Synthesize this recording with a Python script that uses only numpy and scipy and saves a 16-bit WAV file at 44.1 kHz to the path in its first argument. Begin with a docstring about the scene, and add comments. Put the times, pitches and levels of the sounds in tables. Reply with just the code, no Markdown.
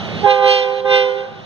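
"""A two-note air horn gives two blasts as a freight locomotive comes out of the woods.
Each note is a stack of locked harmonics over rushing air, turning brassy as its pressure peaks.
Trees beside the track echo the horn; those behind the moving train send it back slightly flat.
Diesel and wheels rumble underneath, ducked by a limiter once the horn sounds, and the blasts
rasp briefly where they overload the microphone."""
import sys
import numpy as np
from scipy import signal
from scipy.fft import rfft, irfft
from scipy.io import wavfile
from scipy.ndimage import uniform_filter1d, minimum_filter1d

SR = 44100
rng = np.random.default_rng(int(sys.argv[2]) if len(sys.argv) > 2 else 0)


def materialize(psi):
    """Save the field psi as 16-bit PCM at rate SR to the path in sys.argv[1].

    A 1-D psi becomes a single channel; in a 2-D psi each row is a channel.
    """
    bounded = np.clip(np.atleast_2d(psi).T, -1, 1)
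    quanta = np.round(bounded * 32767).astype(np.int16)
    wavfile.write(sys.argv[1], SR, quanta)


N = 63945

# Each horn's swell, one list per blast: t/s, fundamental level/dB, body level/dB, treble level/dB
LOW_SWELLS = [
    [(0.228, -19, -28, -66.5), (0.245, -9, -12, -58.5), (0.27, -4, -3.5, -27.5), (0.31, -2, 1.5, -5),
     (0.35, -3, -3, -16.5), (0.41, -3.5, -4, -21.5), (0.46, 2, 2, -8), (0.51, 4.5, 2.5, 4.5),
     (0.6, -3, -4.5, -2.5), (0.68, -0.5, -10, -16.5), (0.78, -4, -12.5, -23), (0.805, -4, -19, -19),
     (0.825, 0.5, -36.5, -40)],
    [(0.835, -13, -21.5, -61.5), (0.855, -4.5, -6.5, -25.5), (0.882, -7, -7, -20), (0.91, -3.5, -6.5, -9.5),
     (0.96, -0.5, -1, -1.5), (1.03, -3, -6, -9), (1.12, -6.5, -19, -35.5), (1.19, -7.5, -16, -22.5),
     (1.24, -16, -20, -33), (1.28, -36.5, -21, -53.5), (1.4, -46.5, -28, -63)],
]
HIGH_SWELLS = [
    [(0.24, -55.5, -67.5, -64), (0.265, -12.5, -2, -47.5), (0.305, -2, -2.5, -12), (0.36, -3.5, -3, -7),
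     (0.42, -4.5, 0.5, -25), (0.48, 4.5, 5.5, 4.5), (0.56, 1.5, -2.5, 1.5), (0.62, 0, -6, -4),
     (0.71, -4, -2.5, -24.5), (0.78, -6.5, -19.5, -25), (0.83, -13, -7, -42.5)],
    [(0.83, -10.5, -52, -52), (0.855, -5, -6, -46.5), (0.882, -4.5, -10.5, -21), (0.91, -2.5, -2, -15.5),
     (0.96, 2.5, 0.5, 4.5), (1.02, 1, -9.5, -5), (1.1, -3, -20.5, -9.5), (1.19, -10.5, -18.5, -32),
     (1.255, -16.5, -20, -46), (1.3, -26.5, -56, -54)],
]
# Each horn's voicing on top of the swell, a row per harmonic: first blast level/dB, second blast level/dB
LOW_VOICING = [(-5.5, 0.5), (3, 3.5), (-12, -10.5), (-12, -12.5), (-9, -6), (-3, -0.5), (-6, 0),
               (-3.5, -5.5), (-7, 0.5), (-11, -6.5), (-13.5, -13.5), (-23.5, -16.5), (-20.5, -16.5),
               (-21.5, -15), (-31, -24), (-30, -38)]
HIGH_VOICING = [(2.5, 4.5), (-11.5, -7), (-13.5, -2.5), (-16, -3.5), (-19.5, -15), (-15, -12.5),
                (-13.5, -19), (-21, -24.5), (-25.5, -27)]
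# Each horn's pitch; the high one sags as the pressure rises: t/s, f/Hz
LOW_BEND = [(.228, 412), (.28, 405), (.36, 401), (.52, 401.3), (.61, 398.2), (.8, 400), (.85, 402.3),
            (.96, 401.3), (1.04, 398.2), (1.24, 399.5)]
HIGH_BEND = [(.26, 522), (.32, 514.5), (.45, 514.7), (.61, 510), (.73, 514), (.83, 520), (.92, 514.8),
             (1.02, 510.2), (1.12, 511.5), (1.3, 529)]
# How hard a harmonic rides the treble swell: f/Hz, factor on the swell's dB
TREBLE_SWING = [(3600, 0.99), (4050, 0.96), (4500, 1.67), (5500, 1.2), (7000, 1.6), (8500, 2.6),
                (14000, 2.2)]
# Single overtones ring out or sink for a moment: centre t/s, f/Hz, level/dB
OVERTONE_GLINTS = [(0.241, 1214, -12), (.305, 4000, 4), (0.381, 2742, 9), (0.451, 4030, 9),
                   (.49, 3645, -9.5), (.67, 3626, 3.5), (.74, 4400, 15.5), (.78, 4013, 12),
                   (.62, 2000, 3.5), (.98, 2800, 0.5), (1.03, 3200, 6.5), (1.08, 1032, 10.5)]
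# Tone of the air rushing through the horns: f/Hz, relative level/dB
AIR_EQ = [(200, -33), (500, -6.5), (1000, -10.5), (2400, -4.5), (3400, -0.5), (4300, -12.5), (5000, -14.5),
          (6000, -17), (7600, -33.5), (15000, -52.5)]
# Tone of the sum tones, where the two loud notes mix in the air: f/Hz, gain/dB
SUM_TONE_EQ = [(600, -77.5), (1000, -54), (1300, -37.5), (4000, -44.5), (15000, -62.5)]
# Stereo placement of the horns and of the train: f/Hz, left minus right level/dB
HORN_PAN = [(400, -18.5), (512, -6), (800, -8.5), (1025, -4), (1200, -3), (1535, 6.5), (1610, -6),
            (2050, -0.8), (3200, -2), (6000, -4.5), (12000, 1.5)]
TRAIN_PAN = [(60, 9.5), (130, -1), (290, -8.5), (640, -10), (1410, 0.5), (3100, -2), (7000, -3.5),
             (15000, -1)]
# Bursts of overload rasp: centre t/s, width/s, level/dB
RASP_BURSTS = [(.262, .003, -33), (.278, 0.007, -28), (.31, .015, -40), (.927, .005, -37),
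               (0.956, 0.013, -35)]
# Tone of the rasp: f/Hz, relative level/dB
RASP_EQ = [(250, -17), (600, 9.5), (1500, 12), (5000, -11.5), (15000, -26.5)]
# Tone of the whole tree echo, and extra shaping for its flat part: f/Hz, gain/dB
ECHO_EQ = [(380, -8.5), (520, -15), (800, -2.5), (1550, -0.5), (2400, -13), (3400, -7.5), (5500, -7),
           (10000, -20)]
FLAT_ECHO_EQ = [(400, 3), (780, -0.5), (1500, 1), (2800, -12), (3600, -14.5), (8000, -18.5)]
# Roar of diesel and wheels: f/Hz, relative level/dB
ROAR_EQ = [(25, -41.5), (45, -31), (65, -11), (95, -9.5), (135, -4), (185, -4.5), (270, -11.5),
           (400, -10.5), (780, -8), (1000, -17.5), (1900, -17.5), (2400, -17), (2950, -16.5), (3800, -17.5),
           (4900, -31.5), (6300, -34), (7700, -56.5), (8800, -49.5), (10000, -62), (15000, -62.5)]
# How alike the roar is left and right: f/Hz, coherence (0 to 1)
ROAR_COHERENCE = [(60, 0.37), (130, 0.66), (300, 0.6), (640, 1), (1400, 0.81), (3100, 1), (7000, 0.31),
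                  (15000, .1)]
# Diesel exhaust hum beneath the whole scene: f/Hz, level/dB
EXHAUST_TONES = [(103, -35.5), (176, -33), (208, -34)]

LOW_HORN_DB, HIGH_HORN_DB = -1.04, 0.74
BODY_TOP_HZ, TREBLE_HZ = 1370, 2780  # overtones cross from the body swell to the treble swell
TOP_HZ, TOP_DB, TOP_DB_PER_KHZ = 7100, -42.5, -4.5  # voicing slope for harmonics past the tables
VALVE_S = 0.048  # opening and closing time
JITTER_SHARE, JITTER_HZ = .0011, 28.4  # unsteady pitch
SHIMMER_DB, SHIMMER_HZ = 1.2, 12  # the treble flutters on its way through the air
GLINT_WIDTH_S, GLINT_WIDTH_HZ = 0.049, 65
AIR_DB, AIR_FOLLOW = -15.5, 0.39  # the air follows this share of the treble swell
ECHO_DB, ECHO_PREDELAY_S = -9, 0.016
ECHO_T60_S, ECHO_TREBLE_T60_S = 0.9, 0.8  # the treble dies sooner among the leaves
FLAT_ECHO_DB, FLAT_MAX_SHARE, FLAT_MAX_DELAY_S = -14.5, .07, 0.061
ROAR_DB, ROAR_PATCH_DB, ROAR_BRIGHTEN_DB_PER_S, TRAIN_RISE_DB_PER_S = -27, 1.5, 1, 3
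EXHAUST_WAVER_SHARE, THROB_DB, THROB_HZ = .07, 2.5, 10
LEFT_LAG_S, LAG_FROM_HZ = 0.0003798, 1072  # the left microphone hears the treble later
LIMIT_DB, LIMIT_ATTACK_S, RELEASE_DB_PER_S = -10.5, 0.016, 12
CEILING, PEAK_HOLD_S = 0.97, 0.0041
LOW_CUT_HZ, HIGH_CUT_HZ = 29, 15400


def horn_blast(pitch, swell, voicing):
    """One blast of one horn: rushing air and locked harmonics that turn brassy with the pressure."""
    t = np.arange(N) / SR
    times, *levels = np.transpose(swell)
    fundamental_db, body_db, treble_db = [np.interp(t, times, db) for db in levels]
    valve = np.clip((t - times[0]) / VALVE_S + .5, 0, 1) * np.clip((times[-1] - t) / VALVE_S + .5, 0, 1)
    phase = 2 * np.pi * np.cumsum(pitch * (1 + JITTER_SHARE * wander(JITTER_HZ))) / SR
    out = unit(eq(rng.standard_normal(N), AIR_EQ)) * amp(AIR_DB + AIR_FOLLOW * treble_db)
    note_hz = np.median(pitch[valve > 0])
    for k in range(1, int(HIGH_CUT_HZ / note_hz)):
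        hz = k * note_hz
        voice_db = voicing[k - 1] if k <= len(voicing) else TOP_DB + TOP_DB_PER_KHZ * (hz - TOP_HZ) / 1000
        blend = np.clip((hz - BODY_TOP_HZ) / (TREBLE_HZ - BODY_TOP_HZ), 0, 1)
        overtone_db = (1 - blend) * body_db + blend * curve_at(TREBLE_SWING, hz) * treble_db
        swell_db = fundamental_db if k == 1 else overtone_db
        shimmer_db = SHIMMER_DB * min(hz / TREBLE_HZ, 1) * wander(SHIMMER_HZ)
        glint_db = sum(db * np.exp(-((t - at) / GLINT_WIDTH_S) ** 2 - ((hz - f) / GLINT_WIDTH_HZ) ** 2)
                       for at, f, db in OVERTONE_GLINTS if abs(hz - f) < note_hz / 2)
        harmonic = np.sqrt(2) * np.sin(k * phase + 2 * np.pi * rng.random())
        out += amp(voice_db + swell_db + shimmer_db + glint_db) * harmonic
    return out * valve


def air_horn(bend, swells, voicings):
    """One horn blown twice along a single pitch curve."""
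    pitch = np.interp(np.arange(N) / SR, *np.transpose(bend))
    return sum(horn_blast(pitch, swell, voicing) for swell, voicing in zip(swells, np.transpose(voicings)))


def overload_rasp(x):
    """Short, cued bursts of microphone overload: grit riding the crests of the wave."""
    t = np.arange(N) / SR
    bursts = sum(amp(db) * np.exp(-((t - at) / width) ** 2) for at, width, db in RASP_BURSTS)
    crests = x ** 2 / (abs(uniform_filter1d(x ** 2, size=400, axis=1)) + 1e-9)
    return bursts * unit(eq(crests * rng.standard_normal(x.shape), RASP_EQ))


def tree_echo(horns):
    """A diffuse wash from the trees; those the train has passed return it lower in pitch."""
    t = np.arange(N) / SR
    flat = sum(np.interp(t * (1 - drop) - FLAT_MAX_DELAY_S * rng.random(), t, horns, left=0)
               for drop in FLAT_MAX_SHARE * np.linspace(.5, 1, 4)) / 2
    flat = eq(flat, FLAT_ECHO_EQ)
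    scatter = rng.standard_normal((2, 2, N)) * (t > ECHO_PREDELAY_S)  # in tune / flat, left / right
    lows = signal.sosfiltfilt(signal.butter(2, BODY_TOP_HZ, fs=SR, output="sos"), scatter)
    tails = lows * amp(-60 * t / ECHO_T60_S) + (scatter - lows) * amp(-60 * t / ECHO_TREBLE_T60_S)
    tails /= np.linalg.norm(tails, axis=2, keepdims=True)
    beside = amp(ECHO_DB) * signal.fftconvolve(horns[None], tails[0], axes=1)
    behind = amp(FLAT_ECHO_DB) * signal.fftconvolve(flat[None], tails[1], axes=1)
    return eq((beside + behind)[:, :N], ECHO_EQ)


def train_roar():
    """Wheels and diesel: a patchy stereo noise bed that slowly brightens."""
    frame, hop = 1024, 256
    hz = np.fft.rfftfreq(frame, 1 / SR)
    t = np.arange(N // hop + 5)[:, None] * hop / SR
    noise = rng.standard_normal((5, len(t), len(hz)))
    left, spread = noise[0] + 1j * noise[1], noise[2] + 1j * noise[3]
    patches = unit(uniform_filter1d(uniform_filter1d(noise[4], size=10, axis=0), size=8, axis=1))
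    coherence = np.clip(curve_at(ROAR_COHERENCE, hz), 0, 1)
    right = coherence * left + np.sqrt(1 - coherence ** 2) * spread
    brighten_db = ROAR_BRIGHTEN_DB_PER_S * t * np.minimum(hz / TREBLE_HZ, 1)
    level_db = curve_at(ROAR_EQ, hz) + ROAR_PATCH_DB * patches + brighten_db
    spectra = np.array([left, right]) * mic_gains(TRAIN_PAN, hz)[:, None] * amp(level_db)
    _, roar = signal.istft(spectra.transpose(0, 2, 1), nperseg=frame, noverlap=frame - hop)
    return amp(ROAR_DB) * unit(roar[:, :N])


def exhaust_hum():
    """The diesel's exhaust: low tones that waver in pitch and throb together."""
    lead_rad = np.array([[1.45], [0]])  # the left microphone leads
    hum = np.zeros((2, N))
    for hz, db in EXHAUST_TONES:
        phase = 2 * np.pi * np.cumsum(hz * (1 + EXHAUST_WAVER_SHARE * wander(rate_hz=27))) / SR
        hum += amp(db) * abs(mic_gains(TRAIN_PAN, np.array([hz]))) * np.sin(lead_rad + phase)
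    return hum * amp(THROB_DB * wander(THROB_HZ))


def mic_gains(pan, hz):
    """Complex left and right gains for sound from the track: constant power, treble late on the left."""
    ratio = amp(curve_at(pan, hz))
    lag_turns = LEFT_LAG_S * np.maximum(hz - LAG_FROM_HZ, 0)
    left = ratio * np.exp(-2j * np.pi * lag_turns)
    return np.array([left, np.ones(len(hz))]) * np.sqrt(2 / (1 + ratio ** 2))


def amp(db):
    """Decibels to gain."""
    return 10 ** (np.asarray(db) / 20)


def unit(x):
    """Scales to rms 1."""
    return x / np.sqrt(np.mean(x ** 2) + 1e-20)


def curve_at(points, hz):
    """Reads a table on a log-frequency axis."""
    f, value = np.transpose(points)
    return np.interp(np.log(hz + 1), np.log(f + 1), value)


def wander(rate_hz):
    """Smooth random modulation of rms 1."""
    hz = np.fft.rfftfreq(N, 1 / SR)
    return unit(irfft(rfft(rng.standard_normal(N)) * np.exp(-(hz / rate_hz) ** 2) * (hz > 0), N))


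def eq(x, points):
    """Zero-phase EQ from a table of f/Hz, gain/dB."""
    hz = np.fft.rfftfreq(2 * N, 1 / SR)
    return irfft(rfft(x, 2 * N) * amp(curve_at(points, hz)))[..., :N]


def scene():
    """Horns up front, the trees' echo around them, the nearing train underneath."""
    horns = amp(LOW_HORN_DB) * air_horn(LOW_BEND, LOW_SWELLS, LOW_VOICING)
    horns += amp(HIGH_HORN_DB) * air_horn(HIGH_BEND, HIGH_SWELLS, HIGH_VOICING)
    horns += eq(horns ** 2, SUM_TONE_EQ)  # faint sum tones
    hz = np.fft.rfftfreq(2 * N, 1 / SR)
    direct = irfft(rfft(horns, 2 * N) * mic_gains(HORN_PAN, hz))[:, :N]
    approach = amp(TRAIN_RISE_DB_PER_S * np.arange(N) / SR)
    return direct + tree_echo(horns) + (train_roar() + exhaust_hum()) * approach


def record(dry):
    """Low cut, a limiter that grabs fast and lets go slowly, a peak catcher, overload and high cut."""
    dry = signal.sosfilt(signal.butter(2, LOW_CUT_HZ, "highpass", fs=SR, output="sos"), dry)
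    power_db = 10 * np.log10(abs(uniform_filter1d((dry ** 2).mean(0), size=400)) + 1e-12)
    release_db = RELEASE_DB_PER_S * np.arange(N) / SR
    held_db = np.maximum.accumulate(power_db + release_db) - release_db
    over_db = np.maximum(held_db - LIMIT_DB, 0)
    pole = np.exp(-1 / (LIMIT_ATTACK_S * SR))
    limited = dry * amp(-signal.lfilter([1 - pole], [1, -pole], over_db))
    hold = round(PEAK_HOLD_S * SR)
    peak_gain = minimum_filter1d(CEILING / np.maximum(abs(limited).max(0), CEILING), 2 * hold)
    peak_gain = uniform_filter1d(uniform_filter1d(peak_gain, hold), hold)
    clipped = np.clip(limited * peak_gain + overload_rasp(limited), -1, 1)
    high_cut = signal.firwin(511, HIGH_CUT_HZ, window=("kaiser", 9), fs=SR)
    return signal.oaconvolve(clipped, high_cut[None], "same")


dry = scene()
out = record(dry)
materialize(out)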